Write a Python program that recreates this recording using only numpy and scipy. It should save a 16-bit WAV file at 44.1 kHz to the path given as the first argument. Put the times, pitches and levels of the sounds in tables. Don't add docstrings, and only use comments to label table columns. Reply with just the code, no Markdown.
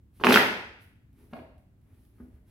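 import sys
import numpy as np
from scipy import signal
from scipy.fft import rfft, irfft
from scipy.io import wavfile
from scipy.ndimage import uniform_filter1d

SR = 44100
rng = np.random.default_rng(int(sys.argv[2]) if len(sys.argv) > 2 else 0)


def master_out(mix):
    frames = np.transpose(np.atleast_2d(mix))
    ceiling = np.clip(frames, -1, 1)
    pcm = np.round(ceiling * 32767).astype(np.int16)
    wavfile.write(sys.argv[1], SR, pcm)


N = 110250
T = np.arange(N) / SR


def amp(db):
    return 10 ** (np.asarray(db) / 20)


def at_hz(points, hz):
    freqs, values = np.transpose(points)
    return np.interp(np.log(np.maximum(hz, 1)), np.log(freqs), values)


def click(start):
    out = np.full(N, 1e-18)
    out[int(np.clip(start * SR, 0, N - 1))] = 1
    return out


def delay(x, seconds):
    return np.interp(T - seconds, T, x, left=0)


def ring(x, hz, t60):
    radius, angle = amp(-60 / (t60 * SR)), 2 * np.pi * hz / SR
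    return signal.lfilter([0, np.sin(angle)], [1, -2 * radius * np.cos(angle), radius ** 2], x)


def burst(peak, rise, t60):
    out = np.zeros(N)
    near = slice(*np.searchsorted(T, [peak - 10 * rise, peak + 2 * t60]))
    age = T[near] - peak
    out[near] = np.exp(-(np.minimum(age, 0) / rise) ** 2 - np.log(1000) * np.maximum(age, 0) / t60)
    return out + 1e-12


def noise(spectrum):
    colour = amp(at_hz(spectrum, np.fft.rfftfreq(N, 1 / SR)))
    x = irfft(rfft(rng.standard_normal(N)) * colour, N)
    return x / x.std()


# frequency in Hz, left-right correlation.
STEREO_LIKENESS = [(60, 0.99), (180, .93), (300, .7), (520, 0.84), (1100, 0.33), (2200, -.25), (5000, 0),
                   (12000, 0)]

def diffuse(spectrum, size):
    hz = np.fft.rfftfreq(size, 1 / SR)
    alike = np.clip(at_hz(STEREO_LIKENESS, hz), -1, 1)
    mid, side = rfft(rng.standard_normal((2, size)))
    pair = np.sqrt((1 + alike) / 2) * mid + np.sqrt((1 - alike) / 2) * side * [[1], [-1]]
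    return amp(at_hz(spectrum, hz)) * pair


# frequency in Hz, relative noise density in dB.
RUMBLE_COLOUR = [(25, -24.5), (48, -8), (72, -4), (115, -8), (165, -17.5), (245, -16.5), (330, -24.5),
                 (480, -36), (800, -44), (1500, -48.5), (5000, -66.5), (15000, -61)]
HISS_COLOUR = [(500, 6), (2000, 0.5), (6000, -9.5), (12000, -7)]
RUMBLE_DB, HISS_DB = -57.5, -80.5

def rumble():
    low = irfft(diffuse(RUMBLE_COLOUR, size=N), N)
    hiss = np.array([noise(HISS_COLOUR), noise(HISS_COLOUR)])
    return amp(RUMBLE_DB) * low / low.std() + amp(HISS_DB) * hiss


# start in seconds, level in dB.
LOW_BUMPS = [(0.026, -51.5), (1.923, -52), (2.202, -47), (2.335, -41.5)]

def bumps():
    pushes = sum(amp(db) * click(start) for start, db in LOW_BUMPS)
    return signal.lfilter(*signal.butter(2, 150, fs=SR), ring(pushes, hz=67.4, t60=0.18))


# centre and width in seconds, relative air and rustle levels in dB.
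FAN_SWINGS = [(.175, 0.026, -69.5, -70.5), (0.824, 0.015, -75, -68.5), (1.205, .035, -63, -75),
              (1.26, .03, -93, -86), (1.314, 0.0034, -61.5, -80.5), (1.35, .03, -60.5, -74),
              (1.92, .06, -69, -84), (2.03, 0.048, -91, -80.5), (2.201, 0.05, -67.5, -80.5),
              (2.35, 0.032, -69, -85.5), (2.5, .025, -66.5, -74)]
# frequency in Hz, relative noise density in dB.
AIR_COLOUR = [(100, 3.5), (300, 9.5), (600, -6), (1000, -7), (2200, -10), (5000, -29), (15000, -39)]
RUSTLE_COLOUR = [(500, -5), (3000, 2.5), (5000, -1.5), (7500, -5.5), (11000, 7.5), (15500, -2)]

def swishes():
    air, rustle = noise(AIR_COLOUR), noise(RUSTLE_COLOUR)
    out = 0
    for centre, width, air_db, rustle_db in FAN_SWINGS:
        swell = np.exp(-0.5 * ((T - centre) / width) ** 2)
        out += swell * (amp(air_db - 2.5) * air + amp(rustle_db + 0.5) * rustle)
    return out


# start in seconds, level in dB, pop pitch in Hz, slap trim in dB,
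# slap low-pass in Hz, slap T60 in seconds.
LEAF_FLAPS = [(.200, -42.5, 260, 3, 2800, 0.027), (.211, -32, 407, -2, 1100, 0.058),
              (1.3275, -34, 164, -13.5, 2192, 0.028), (1.332, -40, 214.3, 3, 2486, 0.019),
              (1.335, -50, 299, 17, 5990, 0.02), (1.355, -38.5, 280.5, -25, 1983, 0.04),
              (1.366, -48.5, 408, 4, 6000, 0.058), (1.390, -50.5, 389.7, 9, 2990, 0.049),
              (2.183, -60, 187.2, -3.5, 2200, .06), (2.2012, -37, 233, -13.5, 1211, 0.064)]
# frequency in Hz, relative noise density in dB.
SLAP_COLOUR = [(150, -1), (420, -2), (650, -5), (1100, 2), (1700, -5.5), (3200, -16.5), (4600, -23),
               (6000, -34), (15000, -37)]

def flaps():
    cloth = noise(SLAP_COLOUR)
    pops = slaps = 0
    for start, db, pop_hz, slap_db, bright_hz, slap_t60 in LEAF_FLAPS:
        pops += amp(db) * ring(click(start), pop_hz, t60=0.03)
        slap = amp(db + slap_db - 4.5) * cloth * burst(start, rise=0.001, t60=slap_t60)
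        slaps += signal.lfilter(*signal.butter(2, bright_hz, fs=SR), slap)
    return signal.sosfilt(signal.butter(2, [110, 900], "band", fs=SR, output="sos"), pops) + slaps


# peak time in seconds, relative level in dB, rise and T60 in seconds.
CLOTH_RASPS = [(0.204, -65, .003, 0.6), (.247, -40, .002, 0.26), (.291, -37.5, .004, 0.21),
               (.326, -24.5, 0.0012, 0.03), (.349, -35, .004, 0.02), (0.3635, -35, .002, 0.019)]
# frequency in Hz, relative noise density in dB.
RASP_COLOUR = [(100, -26), (500, -1.5), (1500, -6), (3000, 10), (5500, 0.5), (7500, -8), (11000, -1.5),
               (15500, -5.5)]
RASP_GRAIN_DB = 2

def rasps():
    flicker = uniform_filter1d(rng.standard_normal(N), size=20)
    grain = amp(RASP_GRAIN_DB * np.tanh(flicker / flicker.std()))
    tugs = sum(amp(db + 5.5) * burst(peak, rise, t60) for peak, db, rise, t60 in CLOTH_RASPS)
    return noise(RASP_COLOUR) * grain * tugs


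# start in seconds, level in dB, the rib's own pitch in Hz,
# contact hardness as a low-pass in Hz, rebound in seconds, thump trim in dB, left minus right in dB.
RIB_HITS = [(0.2375, -7.5, 1020, 3770, 0.00065, -12, -6), (0.2449, -7, 1150, 4044, 0.00071, 7, -2.5),
            (0.2685, -2, 1720, 2976, 0.00079, 8, -5.5), (0.2881, -25, 915, 2484, 0.00029, 14, -4.5),
            (.2895, -15.5, 1700, 3215, 0.00036, 23.5, -8.5), (0.3074, -8, 1400, 4000, .00075, 2, -4.5),
            (0.3226, -5.5, 1350, 4200, 0.00071, 2.5, -4), (0.3419, -4.5, 3164, 6500, .00063, -5, -3),
            (0.3588, 0, 1456, 4600, .0008, 3, -4.5), (0.3733, -3.5, 1700, 2657, 0.00051, -8.5, -2)]
# frequency in Hz, gain in dB, T60 in seconds.
CLACK_MODES = [(972.22, -6, 0.0062), (1490, -17, 0.015), (1930, -8, 0.005), (2450, 0, 0.0023),
               (4000, -18, 0.0034), (4850, -15.5, .005)]
THUMP_MODES = [(250, -27.5, .03), (432, -17, .02)]
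FIRST_TOUCH_DB, CHATTER_DB, OWN_RING_DB = -10.5, -24, -3

def rib(start, db, pitch_hz, hard_hz, rebound_s, thump_db, pan_db):
    seated = start + rebound_s
    blow = amp(FIRST_TOUCH_DB) * click(start) + click(seated)
    chatter = amp(CHATTER_DB) * rng.standard_normal(N) * burst(seated, rise=0.00017, t60=0.014)
    contact = signal.sosfilt(signal.butter(4, hard_hz, fs=SR, output="sos"), blow + chatter)
    clack = amp(OWN_RING_DB) * ring(contact, pitch_hz, t60=0.007)
    clack += sum(amp(gain) * ring(contact, hz, t60) for hz, gain, t60 in CLACK_MODES)
    clack = signal.lfilter(*signal.butter(1, 800, "high", fs=SR), clack)
    thump = amp(thump_db) * sum(amp(gain) * ring(blow, hz, t60) for hz, gain, t60 in THUMP_MODES)
    thump = signal.sosfilt(signal.butter(3, [183, 1500], "band", fs=SR, output="sos"), thump)
    pan = amp([[pan_db / 2], [-pan_db / 2]])
    return amp(db) * (clack * pan + thump)


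# left and right delays in seconds, level in dB.
EARLY_ECHOES = [(.0036, .0033, -13.5), (.0055, 0.0092, -14.5), (.0228, .0219, -19)]
# frequency in Hz, relative gain in dB, left minus right in dB.
STANDING_WAVES = [(114.23, 13, -1), (201.8, 1.5, 1.5), (250.4, 17.5, 0), (380.6, 10, 5), (421.3, 9, -1.5),
                  (466, 6.5, 7)]
STANDING_T60_S = 0.46

def reflections(x):
    unity = 2 * np.log(1000) / (STANDING_T60_S * SR)
    out = sum(amp(db) * np.array([delay(x, left), delay(x, right)]) for left, right, db in EARLY_ECHOES)
    for hz, db, pan_db in STANDING_WAVES:
        gains = amp([[db + pan_db / 2], [db - pan_db / 2]])
        out += gains * unity * ring(x, hz, STANDING_T60_S)
    return out


# band centre in Hz, T60 in seconds.
TAIL_DECAY = [(100, 0.73), (250, .63), (1000, 0.59), (2200, .68), (4000, .63), (7500, 0.57), (11000, .43),
              (16000, 0.32)]
# frequency in Hz, gain in dB.
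TAIL_COLOUR = [(80, -2), (200, 1), (400, 1.5), (600, 6.5), (850, 3), (1300, -5), (2000, 1.5), (2800, -1),
               (5000, 0), (9000, 1.5), (15000, 3)]
PREDELAY_S, TAIL_BUILD_S = 0.002995, 0.003

def reverberation(x):
    hz, t = np.fft.rfftfreq(SR, 1 / SR), T[:SR]
    field = diffuse(TAIL_COLOUR, size=SR)
    centres, t60s = np.transpose(TAIL_DECAY)
    tail = 0
    for t60, share in zip(t60s, np.eye(len(centres))):
        band = irfft(field * np.interp(hz, centres, share), SR)
        rate = np.log(1000) / t60
        tail += band * np.exp(-rate * t) * np.sqrt(2 * rate / SR)
    tail *= np.clip((t - PREDELAY_S) / TAIL_BUILD_S, 0, 1)
    return signal.fftconvolve(tail, x[None], axes=1)[:, :N]


# peak time in seconds, level in dB.
RIB_TICKS = [(1.13, -71.5), (1.19, -72), (1.581, -70), (1.815, -75), (1.945, -72), (2.051, -67),
             (2.284, -74.5), (2.34, -74)]

def ticks():
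    touches = sum(amp(db) * burst(peak, rise=0.0006, t60=0.023) for peak, db in RIB_TICKS)
    return noise(RUSTLE_COLOUR) * touches


FLAP_SEND_DB, RUSTLE_SEND_DB = 2, 1.5
LEFT_LAG_S = 0.00002

def scene():
    clacks = [rib(*hit) for hit in RIB_HITS]
    flapping = flaps()
    rustling = rasps() + swishes() + ticks()
    left, right = sum(clacks) + flapping + rustling
    direct = np.array([delay(left, LEFT_LAG_S), right])
    sends = [clack.mean(axis=0) for clack in clacks]
    sends += [amp(FLAP_SEND_DB) * flapping, amp(RUSTLE_SEND_DB) * rustling]
    hall = reflections(sum(sends)) + sum(reverberation(send) for send in sends)
    return direct + hall + bumps() + rumble()


SOFT_CEILING, LOW_CUT_HZ, HIGH_CUT_HZ = 1.2, 30, 15900

def record(dry):
    rounded = SOFT_CEILING * np.tanh(dry / SOFT_CEILING)
    trimmed = signal.lfilter(*signal.butter(2, LOW_CUT_HZ, "high", fs=SR), rounded)
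    return signal.sosfilt(signal.ellip(10, 0.1, 80, HIGH_CUT_HZ, fs=SR, output="sos"), trimmed)


dry = scene()
out = record(dry)
master_out(out)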